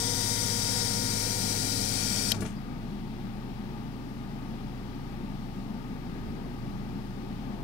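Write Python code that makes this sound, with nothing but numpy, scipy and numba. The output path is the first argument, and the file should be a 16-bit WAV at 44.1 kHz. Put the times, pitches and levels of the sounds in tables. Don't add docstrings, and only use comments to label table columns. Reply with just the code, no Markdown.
import sys
import numpy as np
from scipy import signal
from scipy.fft import rfft, irfft, next_fast_len
from scipy.io import wavfile
from scipy.ndimage import uniform_filter1d
from numba import njit

SR = 44100
rng = np.random.default_rng(int(sys.argv[2]) if len(sys.argv) > 2 else 0)


def to_wav(sig):
    pcm = np.clip(np.atleast_2d(sig), -1, 1) * 32767
    pcm = np.round(pcm).astype(np.int16)
    wavfile.write(sys.argv[1], SR, pcm.T)


N = 336483
T = np.arange(N) / SR

CLOSE_S = 2.3183
# (f/Hz, level/dB)
SHADE = [(100, -1), (300, -3), (1000, -13), (2500, -28), (5000, -26), (12000, -20)]


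def undb(db):
    return 10 ** (np.asarray(db) / 20)


def along(table, hz, axis):
    rows = np.array(table)
    return np.interp(np.log(hz), np.log(rows[:, 0]), rows[:, axis])


def shaded_pair(hz):
    return undb([[0], [along(SHADE, hz, axis=1)]])


@njit
def svf(x, hz, width):
    y, band, low = np.empty(len(x)), 0., 0.
    for i in range(len(x)):
        g, k = np.tan(np.pi * hz[i] / SR), width / hz[i]
        v = (band + g * (x[i] - low)) / (1 + g * (g + k))
        band, low, y[i] = 2 * v - band, low + 2 * g * v, k * v
    return y


def walk(rate, size=N):
    hold = int(SR / rate)
    steps = np.repeat(rng.standard_normal(size // hold + 1), hold)
    smooth = uniform_filter1d(uniform_filter1d(steps, hold), hold)
    return np.sqrt(2) * smooth[:size]


def ringing_noise(hz, width):
    once = svf(rng.standard_normal(len(hz)), hz, 1. * width)
    x = svf(once, hz, 1. * width)
    return x / x.std()


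def diffuse(table, flicker_db, bass_db=0):
    # (f/Hz, likeness 0-1, left lead/rad)
    likeness = [(40, 0.65, .1), (100, 0.95, 0.7), (218, 0.98, 0.74), (406, 0.81, 0.97), (905, 0.27, 0.48),
                (1360, 0.78, 2.4), (2980, 0.08, 1.3)]
    size = next_fast_len(N)
    hz = np.maximum(np.arange(size // 2 + 1) * SR / size, 1)
    common, separate = rfft(rng.standard_normal((2, size))) * np.sqrt(SR / 2 / 1000)
    like = np.clip(along(likeness, hz, axis=1), 0, 1)
    lagged = common * np.exp(-1j * along(likeness, hz, axis=2))
    right = like * lagged + np.sqrt(1 - like ** 2) * separate
    pair = np.array([common * undb(along(table, hz, axis=1)), right * undb(along(table, hz, axis=-1))])
    octave = np.clip(np.log2(hz / 50), 0, 7)
    out = 0
    for k in range(8):
        band = irfft(pair * np.clip(1 - abs(octave - k), 0, 1), size)[:, :N]
        level_db = flicker_db * (1 - k / 10) * walk(6) + bass_db * (k < 4)
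        out = out + band * undb(level_db)
    return out


def tones(turns, rows, waver_db):
    out = 0
    for multiple, left_db, right_db, lead in rows:
        phase = 2 * np.pi * (multiple * turns + rng.random())
        size = np.sqrt(2) * undb(waver_db * walk(3, size=len(turns)))
        pair = np.array([undb(left_db) * np.sin(phase), undb(right_db) * np.sin(phase - lead)])
        out = out + size * pair
    return out


def jets():
    # (f/Hz, width per filter pass/Hz, level/dB)
    cabinet = [(1200, 1300, -53.5), (1710, 550, -49.5), (2630, 90, -54.5), (3216, 560, -44.5),
               (3797, 160, -45.5), (4464, 250, -45), (4770, 270, -37), (5100, 350, -39.5), (5540, 370, -36),
               (5880, 250, -38), (6140, 220, -40.5), (6600, 990, -42), (6880, 270, -43), (7440, 500, -43),
               (7790, 190, -44), (8290, 710, -37), (9000, 690, -40), (9700, 1700, -41.5),
               (10370, 540, -45.5), (12740, 500, -50.5)]
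    # (f/Hz, width per filter pass/Hz, level/dB, slope/dB per s)
    columns = [(471, 51, -43, -5), (2012, 430, -46.5, 1), (3594, 220, -45, 1), (3880, 330, -48, 3.5)]
    # (f/Hz, level in 1 kHz/dB)
    even_hiss = [(2600, -77), (3000, -49.5), (5500, -40), (6400, -53), (8300, -45), (10400, -48),
                 (11100, -46), (12800, -49), (13500, -48), (15700, -51)]
    # (f/Hz, level in 1 kHz/dB)
    shaded_hiss = [(1000, -62), (2200, -57.5), (2600, -71), (4300, -65.5), (4600, -71), (4800, -63),
                   (6000, -57), (6600, -58), (8300, -59), (10300, -65.5), (15500, -71)]
    # (f/Hz, t60/s)
    jet_tail = [(1000, 0.63), (2400, 0.15), (5000, 0.12), (9000, 0.033), (15000, 0.054)]
    column_rise = 0.19
    t = T[:3 * SR]
    filled = np.minimum(t / CLOSE_S, 1)
    rise = 1 / (1 - column_rise / (1 + column_rise) * filled)
    froth_db = .6 * walk(9, size=len(t))
    resonances = 0
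    for modes, glide in ((cabinet, np.ones(len(t))), (columns, rise)):
        for hz, width, db, *slope in modes:
            drift = 1 + 0.0071 * walk(3.16, size=len(t))
            level_db = db + sum(slope) * t + froth_db + 0.78 * walk(3.9, size=len(t))
            size = undb(level_db) * ring_out(t, along(jet_tail, hz, axis=1))
            shade = shaded_pair(hz) if hz < 1000 else undb([[0], [-60]])
            resonances = resonances + shade * size * ringing_noise(hz * glide * drift, width)
    left = diffuse([(20, -120)] + even_hiss, .6)[0]
    right = diffuse([(20, -120)] + shaded_hiss, .6)[1]
    out = np.array([left, right]) * ring_out(T, 0.036)
    out[:, :len(t)] += resonances
    return out


def ring_out(t, t60):
    echo_db, echo_t60_s = -14, .4
    after = np.maximum(t - CLOSE_S, 0)
    return np.maximum(undb(-60 * after / t60), undb(echo_db - 60 * after / echo_t60_s))


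def valves():
    # (t/s, level/dB)
    snaps = [(2.3182, -7), (2.3193, -11), (2.3213, -13), (2.3244, -24)]
    # (f/Hz, level against the snap/dB, t60/s)
    needle_modes = [(2460, -13, 0.016), (3154, -2.5, 0.016), (3900, -4.5, 0.011), (4240, -9, 0.011),
                    (5260, -4, 0.0082), (6440, -9, .008), (12100, -8, 0.0044)]
    crack_db, crack_fade_db_per_s = -6, 1500
    out = np.zeros(N)
    ring = T[:SR // 10]
    contact = 1 - np.exp(-ring / .00025)
    for s, ring_db in snaps:
        i = int(s * SR)
        level_db = ring_db + crack_db - crack_fade_db_per_s * (s - CLOSE_S)
        crack = ringing_noise(np.full(len(ring), 11000.), 14000)
        out[i:i + len(ring)] += contact * undb(level_db - 60 * ring / 0.0053) * crack
        for hz, mode_db, t60 in needle_modes:
            tune = 1 + .015 * rng.standard_normal()
            shape = contact * undb(ring_db + mode_db - 60 * ring / t60)
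            out[i:i + len(ring)] += shape * np.sin(2 * np.pi * hz * tune * ring)
    return out * undb([[0], [-22]])


def spurts():
    # (t/s, level/dB, centre f/Hz, width per filter pass/Hz)
    puffs = [(2.342, -42, 5000, 6000), (2.402, -40.5, 5960, 11000), (2.404, -46, 9600, 2000),
             (2.418, -51, 10400, 5000), (2.418, -43, 1300, 1800), (2.449, -42, 2200, 3000),
             (2.449, -46, 6200, 1500), (2.460, -45, 7500, 6000), (2.556, -52, 4900, 600)]
    rise_s, t60_s = 0.0066, 0.19
    sputter_db, sputter_per_s = 2, 300
    out = np.zeros((2, N))
    t = T[:SR // 2]
    for s, db, hz, width in puffs:
        i = int(s * SR)
        fade_db = 60 * np.maximum(t - rise_s, 0) / t60_s
        ragged_db = sputter_db * walk(sputter_per_s, size=len(t))
        shape = np.minimum(t / rise_s, 1) * undb(db - fade_db + ragged_db)
        puff = shape * ringing_noise(np.full(len(t), 1. 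* hz), width)
        out[:, i:i + len(t)] += puff * shaded_pair(hz)
    return out


def knocks():
    # (t/s, level/dB)
    blows = [(2.318, -42), (2.340, -39), (2.419, -34), (2.449, -39)]
    # (f/Hz, level against the blow/dB, t60/s)
    bench_modes = [(190, -1, .12), (430, -5, .2), (640, -1, .09), (920, -5, .08), (1150, -3, .07),
                   (1400, -1, .1), (1710, -2, .07), (1990, -5, .06), (2330, -2, .05), (2760, -6, .05)]
    scatter_db, push_s = 3, .002
    out = np.zeros((2, N))
    ring = T[:SR // 4]
    push = 1 - np.exp(-ring / push_s)
    chance = rng.standard_normal((len(blows), len(bench_modes), 2))
    for (s, db), draws in zip(blows, chance):
        i = int(s * SR)
        for (hz, mode_db, t60), (favour, tune) in zip(bench_modes, draws):
            shape = push * undb(db + mode_db + scatter_db * favour - 60 * ring / t60)
            mode = np.sin(2 * np.pi * hz * (1 + 0.013 * tune) * ring)
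            out[:, i:i + len(ring)] += shaded_pair(hz) * shape * mode
    return out


def pump():
    # (multiple of shaft rate, left level/dB, right level/dB, left lead/rad)
    pump_orders = [(1, -60, -64, 0.1), (2, -39, -40, 0.5), (3, -50, -54, 0.8), (4, -47, -51, 0.6),
                   (5, -45, -49, 0.9), (6, -59, -61, 1.0), (8, -52, -66, 1.1), (9, -43, -57, 2.9),
                   (11, -58, -65, 1.2), (12, -58, -69, 0.2), (18, -44, -47, 2.3), (25, -68, -78, -2.3),
                   (26, -72, -67, -2.7), (27, -49, -67, -2.2), (29, -65, -80, 1.2), (33, -64, -89, 1.2),
                   (36, -51, -72, 0.6), (38, -57, -80, 3.1), (45, -51, -72, -2.1), (54, -63, -84, -2.7)]
    whine_drift = {9: -.5, 18: -1.8, 36: -.5}
    whine_turn = {18: .22}
    # (f/Hz, left level in 1 kHz/dB, right level in 1 kHz/dB)
    rush = [(247, -61, -58), (424, -34, -49), (450, -35.5, -43), (550, -48.5, -55), (754, -33.5, -48),
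            (1000, -58.5, -84), (1470, -41, -78)]
    vanes = 9
    shaft_hz, sag_hz_per_s = 52.46, .03
    coast_hz_per_s2, coast_db_per_s = 450, 35
    stop_s, stop_db_per_s = 2.44, 600
    motor_trim_db, motor_db_per_s = 0.5, -0.5
    whine_trim_db, whine_db_per_s, whine_off_db_per_s = -.5, 0.73, 300
    rush_trim_db, rush_db_per_s, rush_off_db_per_s = -6.5, 1, 300
    shudder_db, shudder_hz, shudder_width_hz, shudder_rise_s = -35, 160, 140, .08
    t = T[:3 * SR]
    cut, stopped = np.maximum(t - CLOSE_S, 0), np.maximum(t - stop_s, 0)
    hz = np.maximum(shaft_hz - sag_hz_per_s * t - coast_hz_per_s2 * cut ** 2, 0)
    stop_db = -stop_db_per_s * stopped
    motor_db = motor_trim_db + motor_db_per_s * t + coast_db_per_s * cut + stop_db
    whine_db = whine_trim_db + whine_db_per_s * t - whine_off_db_per_s * cut + stop_db
    rush_db = rush_trim_db + rush_db_per_s * t - rush_off_db_per_s * stopped
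    turns = np.cumsum(hz) / SR
    emptying = t ** 2 - 1.3
    rushing = diffuse([(20, -100, -100)] + rush + [(4000, -110, -110)], 1.)
    out = rushing[:, :len(t)] * undb(rush_db)
    for k, left_db, right_db, lead in pump_orders:
        drifting_db = left_db + whine_drift.get(k, 0) * emptying
        turning_lead = lead + whine_turn.get(k, 0) * emptying
        order = tones(turns, [(k, drifting_db, right_db, turning_lead)], 0.61)
        out = out + undb(motor_db if k < vanes else whine_db) * order
    shake = np.minimum(cut / shudder_rise_s, 1) * undb(shudder_db - rush_off_db_per_s * stopped)
    out = out + shake * ringing_noise(np.full(len(t), 1. * shudder_hz), shudder_width_hz)
    return np.pad(out, ((0, 0), (0, N - len(t))))


def workshop():
    # (multiple of fan rate, left level/dB, right level/dB, left lead/rad)
    fan_orders = [(1, -44, -44, 0.1), (2, -52, -52, 0.2), (3, -60, -56, 0.7), (5, -48, -55, 0.9),
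                  (7, -48, -52, 0.7), (8, -49, -52, 0.8), (9, -50, -55, 0.8), (10, -55, -56, 0.7),
                  (15, -60, -68, 0.8), (20, -68, -72, 1.9)]
    # (f/Hz, left level/dB, right level/dB, left lead/rad)
    hum = [(120, -47, -44, 1.1), (148, -50, -54, 0.8), (240, -61, -66, 0.8), (297, -56, -57, 1.0),
           (360, -57, -60, 1.0), (898, -63, -69, 0.8)]
    # (f/Hz, left level in 1 kHz/dB, right level in 1 kHz/dB)
    rumble = [(20, -44, -53), (45, -48, -39.5), (105, -37, -41), (160, -35.5, -39.5), (197.5, -26, -29.5),
              (248, -32, -33.5), (268, -31, -36.5), (291, -36, -37), (297, -43.5, -45), (351, -38, -41),
              (422, -43, -48), (463, -47.5, -47.5), (593, -49, -59), (803, -42.5, -53.5), (963, -47, -54),
              (985, -54, -62.5), (1262, -45.5, -60), (1277, -52, -60.5), (5130, -61.5, -79.5),
              (7280, -74.5, -90)]
    # (t/s, level/dB)
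    swell = [(0, -2.5), (2.5, -0.5), (4, -2), (6, 0), (7.63, -0.5)]
    fan_hz = 28.37
    swell_db = np.interp(T, *np.transpose(swell))
    fan = tones(fan_hz * T, fan_orders, 0.96) * undb(0.28 * swell_db)
    return fan + tones(T, hum, 1.1) + diffuse(rumble + [(12000, -110, -110)], 1.2, swell_db)


def hand():
    # (t/s, level/dB)
    bumps = [(0, -53), (5.3, -52), (6.27, -45), (6.76, -42), (7.6, -46)]
    bump_db_per_s = 90
    fidget_s, fidget_db = 5.9, -57
    size = sum(undb(db - bump_db_per_s * abs(T - s)) for s, db in bumps)
    size = size + undb(fidget_db - bump_db_per_s * np.maximum(fidget_s - T, 0))
    return ringing_noise(np.full(N, 75.), 70) * size * np.array([[0], [1]])


def scene():
    return jets() + valves() + spurts() + knocks() + pump() + workshop() + hand()


def record(dry):
    # (f/Hz, level in 1 kHz/dB)
    mic_hiss = [(1000, -69), (5000, -82.5), (8000, -75), (16000, -76)]
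    top_hz = 15740
    hiss = diffuse([(20, -100)] + mic_hiss, 0)
    low_pass = signal.ellip(12, .2, 80, top_hz, fs=SR, output="sos")
    return signal.sosfilt(low_pass, dry + hiss)


dry = scene()
out = record(dry)
to_wav(out)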